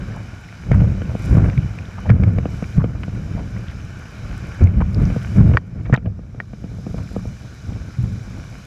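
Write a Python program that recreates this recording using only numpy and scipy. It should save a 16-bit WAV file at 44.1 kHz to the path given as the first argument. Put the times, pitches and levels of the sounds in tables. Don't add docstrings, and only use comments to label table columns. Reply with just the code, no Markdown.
import sys
import numpy as np
from scipy import signal
from scipy.fft import rfft, irfft, next_fast_len
from scipy.io import wavfile
from scipy.ndimage import uniform_filter1d, minimum_filter1d, map_coordinates

SR = 44100
rng = np.random.default_rng(int(sys.argv[2]) if len(sys.argv) > 2 else 0)


def to_wav(sig):
    pcm = np.clip(np.atleast_2d(sig), -1, 1) * 32767
    pcm = np.round(pcm).astype(np.int16)
    wavfile.write(sys.argv[1], SR, pcm.T)


N = 381906

# time_s, level_db
WASH_LEVELS = [(0, -44), (.6, -47), (1.6, -45), (3, -48), (3.9, -46.5), (4.45, -43), (5.4, -45.5),
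               (6.3, -50.5), (7, -51.5), (7.8, -51), (8.66, -48)]
# time_s, level_db
FOAM_LEVELS = [(0, -56), (1, -56), (3.8, -56), (4.45, -53.5), (5.7, -56.5), (6.9, -54), (7.7, -55.5),
               (8.66, -54)]
# full_strength_s, spray_db, rise_s, hold_s
BOW_SPLASHES = [(1.246, -58, 0.24, .02), (2.496, -64, 0.022, .22), (5.05, -63, 0.36, 0.37)]
# frequency_hz, gain_db
WASH_SPECTRUM = [(300, -13), (700, -2.5), (1000, -7.5), (1130, -2.5), (1270, -5.5), (1460, 3), (1750, -5),
                 (1980, -10.5), (2360, -1), (2750, -14.5), (3000, -7), (3400, -26), (5000, -32)]
FOAM_SPECTRUM = [(2000, -14.5), (3200, -1.5), (3800, 4.5), (4450, -1), (5000, 4.5), (5900, 4), (6600, -0.5),
                 (7400, -5.5), (8400, -20), (11000, -28.5)]
SPRAY_SPECTRUM = [(2500, -26.5), (5000, -3.5), (7500, 2), (8600, -5.5), (10200, -2.5), (11200, -6.5),
                  (12300, -6.5), (14000, -14.5), (15200, -19.5)]
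# start_s, peak_db, pitch_hz, length_s
HULL_SLOPS = [(0.139, -29, 685, .04), (0.722, -23.5, 1480, .028), (0.816, -23, 450, 0.029),
              (1.369, -21.5, 1090, .03), (1.976, -28, 1030, 0.018), (2.047, -25, 695, .028),
              (2.093, -19, 1510, 0.029), (2.795, -21, 1230, 0.027), (3.371, -27.5, 664, 0.034),
              (3.665, -31, 2190, 0.057), (4.803, -13.5, 1240, .02), (4.953, -18.5, 450, 0.023),
              (5.405, -22, 664, .04), (5.854, -25.5, 1650, .02), (5.926, 2, 1374, 0.033),
              (6.051, -13.5, 480, .035), (6.862, -25.5, 415, .013), (6.977, -30, 1010, .028)]
# start_s, peak_db, pitch_hz
LIGHT_DROPS = [(.717, -15.5, 2170), (1.498, -25, 2350), (1.577, -22.5, 2300), (1.787, -26.5, 2430),
               (2.102, -11, 2240), (2.236, -18.5, 2240), (2.385, -21.5, 2310), (2.641, -27.5, 2350),
               (3.034, -20.5, 2260), (4.64, -25, 6360), (4.672, -19.5, 2170), (4.946, -23.5, 4930),
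               (5.054, -28.5, 5670), (5.94, -11, 6920), (5.963, -9.5, 3800)]
# start_s, level_db, relative_splat_db
HEAVY_DROPS = [(.714, -8, -23), (.804, -13, -17), (1.018, -17.5, -9), (1.151, -13.5, -27), (1.369, -8, -24),
               (2.097, -8.5, -20), (2.235, -7.5, -13.5), (2.384, -5.5, -37), (2.455, -8, -18),
               (2.624, -12.5, -17), (2.841, -3.5, -18.5), (3.033, -24.5, 2), (3.08, -15.5, -22),
               (4.811, -7.5, -15), (5.101, -17, -8), (5.162, -9.5, -20.5), (5.536, -17.5, -2),
               (5.546, -13.5, -22), (5.809, -19, -19), (5.897, -7.5, -27), (5.934, 10, -12),
               (5.974, -2.5, -9.5), (6.058, -3.5, -13), (6.191, -12, -22), (6.346, -14, -20),
               (6.533, -16.5, -12), (6.64, -14, -21), (6.785, -21, -28), (6.865, -14, -21),
               (6.943, -15.5, -28), (7.163, -11.5, -35), (7.253, -21, -22), (7.721, -21.5, -29)]
# frequency_hz, level_db, t60_s
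HOUSING_MODES = [(118, -10.5, 0.1), (183.6, 6.5, 0.046), (288, -1, 0.035), (470, -0.5, 0.03),
                 (684, -2.5, 0.014), (1230, -15.5, 0.024)]
# start_s, peak_db
PORT_DROPS = [(5.571, 12.5), (5.941, 11), (6.4014, -2)]
# frequency_hz, level_db, t60_s
PORT_MODES = [(780, -18, 0.0093), (1050, -2.5, 0.009), (1490, 6.5, 0.0067), (1866, 0.5, 0.022),
              (2300, -5, 0.014), (3180, -22, .012), (4640, -23, 0.016), (7400, -47, 0.0055)]
# start_s, peak_db, pitch_hz, t60_s
PRESSURE_PULSES = [(.715, -4.5, 123.4, 0.065), (0.816, -6.5, 138, 0.08), (1.575, -7, 122, 0.086),
                   (2.104, 5, 120.6, 0.085), (2.783, 6.5, 125, 0.027), (4.624, 6.5, 89.5, 0.25),
                   (5.926, 16, 127, 0.057), (6.068, 2, 101.6, 0.14), (7.985, -10.5, 121, 0.2)]
# time_s, level_db
BREEZE_LEVELS = [(0, -28), (.5, -37.5), (1.15, -26.5), (1.9, -31), (2.6, -29.5), (3.2, -24), (4.15, -34),
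                 (4.3, -25.5), (4.55, -32), (5.2, -24), (5.7, -23), (6.0, -14), (6.3, -23.5), (6.75, -27),
                 (7.45, -35.5), (8.3, -31), (8.66, -36.5)]
# full_strength_s, level_db, rise_s, hold_s, extra_turbulence_db
WIND_GUSTS = [(0.108, -26.5, 0.068, 0.02, 5.5), (0.715, -13, 0.049, 0.17, -0.5),
              (1.318, -9, 0.082, 0.07, 4), (1.563, -16, .03, 0.012, -5), (2.111, -7, 0.051, 0.17, 1),
              (2.781, -10.5, 0.035, 0.035, 2), (4.622, -5, 0.016, 0.014, 4.5),
              (4.762, -6.5, 0.034, 0.011, -6), (4.967, -12, 0.052, 0.063, 1),
              (5.387, -5.5, 0.042, 0.081, 0.5), (6.037, -9.5, .02, 0.022, -1),
              (6.97, -25.5, 0.052, 0.014, -1.5), (7.176, -27, .02, 0.084, -6), (7.691, -26, 0.053, .03, -2),
              (7.993, -24.5, 0.04, 0.14, -5.5)]
# frequency_hz, gain_db
RUMBLE_SPECTRUM = [(15, -24.5), (30, -14.5), (52, -2), (70, -2), (85, -2), (110, 1), (140, -6), (195, -6.5),
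                   (245, -19.5), (340, -28.5), (600, -45), (1500, -83.5)]
EDDY_SPECTRUM = [(120, -33), (250, 6.5), (390, -3.5), (510, -4), (570, -7), (650, -6), (800, -14.5),
                 (1000, -17.5), (1400, -14.5), (1900, -23.5), (2300, -20), (3300, -47), (8000, -73.5)]

SPLASH_T60_S, GUST_T60_S = 1.3, 0.62
MIST_DB = -9.5
SPLASH_WASH_DB, SPLASH_FOAM_DB = 14.5, 6.5
DRIPS_PER_S, DRIP_DB, DRIP_SPREAD_DB = 30, -11, 4
DRIP_HZ, DRIP_CYCLES = 1790, 14
GALE_DB, EDDY_DB, EDDY_GROWTH = -9, -30.5, 0.67
CEILING, RECOVER_DB_PER_S, BAND_LIMIT_HZ = .97, 15.5, 15200


def amp(db):
    return 10 ** (np.asarray(db) / 20)


def unit_rms(x):
    return x / np.sqrt(np.mean(x ** 2) + 1e-20)


def unit_peak(x):
    return x / np.max(np.abs(x))


def curve(rows):
    return np.interp(np.arange(N) / SR, *np.transpose(rows))


def wobble(knots_per_s):
    knots = rng.standard_normal(int(N * knots_per_s / SR) + 4)
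    return map_coordinates(knots, [np.arange(N) * knots_per_s / SR])


def colour(x, spectrum):
    size = next_fast_len(len(x) + 8192)
    hz = np.fft.rfftfreq(size, 1 / SR)
    points_hz, points_db = np.transpose(spectrum)
    gain = amp(np.interp(np.log(hz + 1), np.log(points_hz), points_db, left=-80, right=-100))
    return unit_rms(irfft(rfft(x, size) * gain, size)[:len(x)])


def noise(spectrum, samples=N):
    return colour(rng.standard_normal(samples), spectrum)


def patchy_noise(depth_db):
    spectrogram = signal.stft(rng.standard_normal(N), nperseg=512)[2]
    patches = uniform_filter1d(rng.standard_normal(spectrogram.shape), size=5, axis=0)
    patches = uniform_filter1d(patches, size=12, axis=1)
    return signal.istft(spectrogram * amp(depth_db * unit_rms(patches)), nperseg=512)[1][:N]


def patter(per_s, spread_db):
    impulses = (rng.random(N) < per_s / SR) * rng.choice([-1, 1], N)
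    return unit_rms(impulses * amp(spread_db * rng.standard_normal(N)))


def fade(t, t60):
    return np.exp(-np.log(1000) * t / t60)


def damped_sine(t, hz, t60):
    return np.sin(2 * np.pi * hz * t) * fade(t, t60)


def swell(full_s, rise_s, hold_s, t60):
    t = np.arange(N) / SR - full_s
    return amp(20 * np.minimum(t, 0) / rise_s) * fade(np.maximum(t - hold_s, 0), t60)


def ring(modes, t):
    strengths = amp(2 * rng.standard_normal(len(modes))) * (-1) ** np.arange(len(modes))
    return unit_peak(sum(strength * amp(db) * damped_sine(t, hz, t60)
                         for strength, (hz, db, t60) in zip(strengths, modes)))


def add(track, start_s, sound):
    part = track[max(round(start_s * SR), 0):][:len(sound)]
    part += sound[:len(part)]


def surf():
    wash_db, foam_db = curve(WASH_LEVELS), curve(FOAM_LEVELS)
    splash = sum(amp(db) * swell(full_s, rise_s, hold_s, SPLASH_T60_S)
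                 for full_s, db, rise_s, hold_s in BOW_SPLASHES)
    wash_level = np.hypot(amp(wash_db), amp(SPLASH_WASH_DB) * splash)
    foam_level = np.hypot(amp(foam_db), amp(SPLASH_FOAM_DB) * splash)
    spray_level = np.hypot(amp(foam_db + MIST_DB), splash)
    wash = colour(patchy_noise(depth_db=1.5) + 0.5 * patter(per_s=300, spread_db=5.5), WASH_SPECTRUM)
    foam = colour(patchy_noise(depth_db=1.2), FOAM_SPECTRUM)
    spray = noise(SPRAY_SPECTRUM)
    crackle = 1.3 * unit_peak(spray_level) * colour(patter(per_s=130, spread_db=6), SPRAY_SPECTRUM)
    return wash_level * wash + foam_level * foam + spray_level * (spray + crackle)


def stray_drips():
    out, t = np.zeros(N), np.arange(SR // 20) / SR
    for _ in range(int(DRIPS_PER_S * N / SR)):
        start_s = rng.random() * N / SR
        detune, loudness = rng.standard_normal(2)
        hz = DRIP_HZ * np.exp(0.334 * detune)
        t60 = DRIP_CYCLES / hz
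        onset = 1 - fade(t, t60 / 2)
        add(out, start_s, amp(DRIP_SPREAD_DB * loudness) * damped_sine(t, hz, t60) * onset)
    return amp(curve(WASH_LEVELS) + DRIP_DB) * unit_rms(out)


def hull_slops(bubbles=22):
    out, t = np.zeros(N), np.arange(SR // 25) / SR
    for start_s, peak_db, pitch_hz, length_s in HULL_SLOPS:
        cluster = np.zeros(SR // 8)
        for when, (detune, loudness) in zip(rng.random(bubbles), rng.standard_normal((bubbles, 2))):
            hz = pitch_hz * np.exp(0.287 * detune)
            t60 = 12 / hz
            rising_phase = 2 * np.pi * hz * t * (1 + 0.098 * t / t60)
            bubble = np.sin(rising_phase) * fade(t, t60) * (1 - fade(t, t60 / 4))
            add(cluster, when * length_s, amp(3.8 * loudness) * bubble)
        add(out, start_s, amp(peak_db) * unit_peak(cluster))
    return out


def droplet_ticks():
    out, t = np.zeros(N), np.arange(SR // 20) / SR
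    for start_s, peak_db, hz in LIGHT_DROPS:
        t60 = 26 / hz
        fizz = noise([(hz / 3, -13), (hz, 0), (hz * 1.18, -14), (hz * 4, -38)], len(t))
        tick = damped_sine(t, hz, t60) + 0.76 * fizz * fade(t, 0.84 * t60)
        onset = 1 - fade(t, t60 / 2)
        add(out, start_s, amp(peak_db) * unit_peak(tick * onset))
    return out


def housing_thuds():
    out, t = np.zeros(N), np.arange(SR // 6) / SR
    onset = 1 - fade(t, t60=0.0033)
    for start_s, level_db, splat_db in HEAVY_DROPS:
        splat = unit_peak(noise(WASH_SPECTRUM, len(t)) * fade(t, t60=0.04))
        knock = ring(HOUSING_MODES, t) + amp(splat_db) * splat
        add(out, start_s, amp(level_db) * knock * onset)
    return out


def port_hits():
    out, t = np.zeros(N), np.arange(SR // 20) / SR
    contact = (1 - fade(t, t60=.0012)) ** 2
    burst_spectrum = [(300, -4), (1500, -16), (2300, -26), (3200, -30), (9000, -48.5)]
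    for start_s, peak_db in PORT_DROPS:
        burst = unit_peak(noise(burst_spectrum, len(t)) * fade(t, t60=0.042))
        hit = ring(PORT_MODES, t) + .2 * burst
        add(out, start_s, amp(peak_db) * unit_peak(hit * contact))
    return out


def diaphragm_shoves():
    out, t = np.zeros(N), np.arange(SR // 5) / SR
    onset = 1 - fade(t, t60=0.033)
    for start_s, peak_db, hz, t60 in PRESSURE_PULSES:
        add(out, start_s, amp(peak_db) * unit_peak(damped_sine(t, hz, t60) * onset))
    return out


def wind():
    flow = turbulence = amp(curve(BREEZE_LEVELS))
    for full_s, level_db, rise_s, hold_s, turbulence_db in WIND_GUSTS:
        gust = amp(level_db) * swell(full_s, rise_s, hold_s, GUST_T60_S)
        flow = np.hypot(flow, gust)
        turbulence = np.hypot(turbulence, gust * amp(turbulence_db))
    eddy_level = amp(EDDY_DB) * (flow / amp(GALE_DB)) ** EDDY_GROWTH * turbulence / flow
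    rumble = noise(RUMBLE_SPECTRUM)
    running_rms = np.sqrt(np.abs(uniform_filter1d(rumble ** 2, size=3600)))
    rumble = unit_rms(rumble / running_rms ** .8)
    bursts = unit_rms((0.89 + np.abs(rumble)) * amp(1.8 * wobble(knots_per_s=70)))
    eddies = bursts * noise(EDDY_SPECTRUM)
    flutter = amp(1.9 * wobble(knots_per_s=18))
    return flutter * (flow * rumble + eddy_level * eddies)


def scene():
    return (wind() + surf() + housing_thuds() + droplet_ticks() + hull_slops()
            + port_hits() + diaphragm_shoves() + stray_drips())[None]


def record(dry):
    over_db = 20 * np.log10(np.maximum(np.abs(dry) / CEILING, 1))
    climb_db = RECOVER_DB_PER_S * np.arange(N) / SR
    cut_db = np.maximum.accumulate(over_db + climb_db, axis=-1) - climb_db
    gain = uniform_filter1d(minimum_filter1d(amp(-cut_db), size=221), size=221)
    size = next_fast_len(N + SR // 2)
    passband = np.fft.rfftfreq(size, 1 / SR) < BAND_LIMIT_HZ
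    return irfft(rfft(dry * gain, size) * passband, size)[..., :N]


dry = scene()
out = record(dry)
to_wav(out)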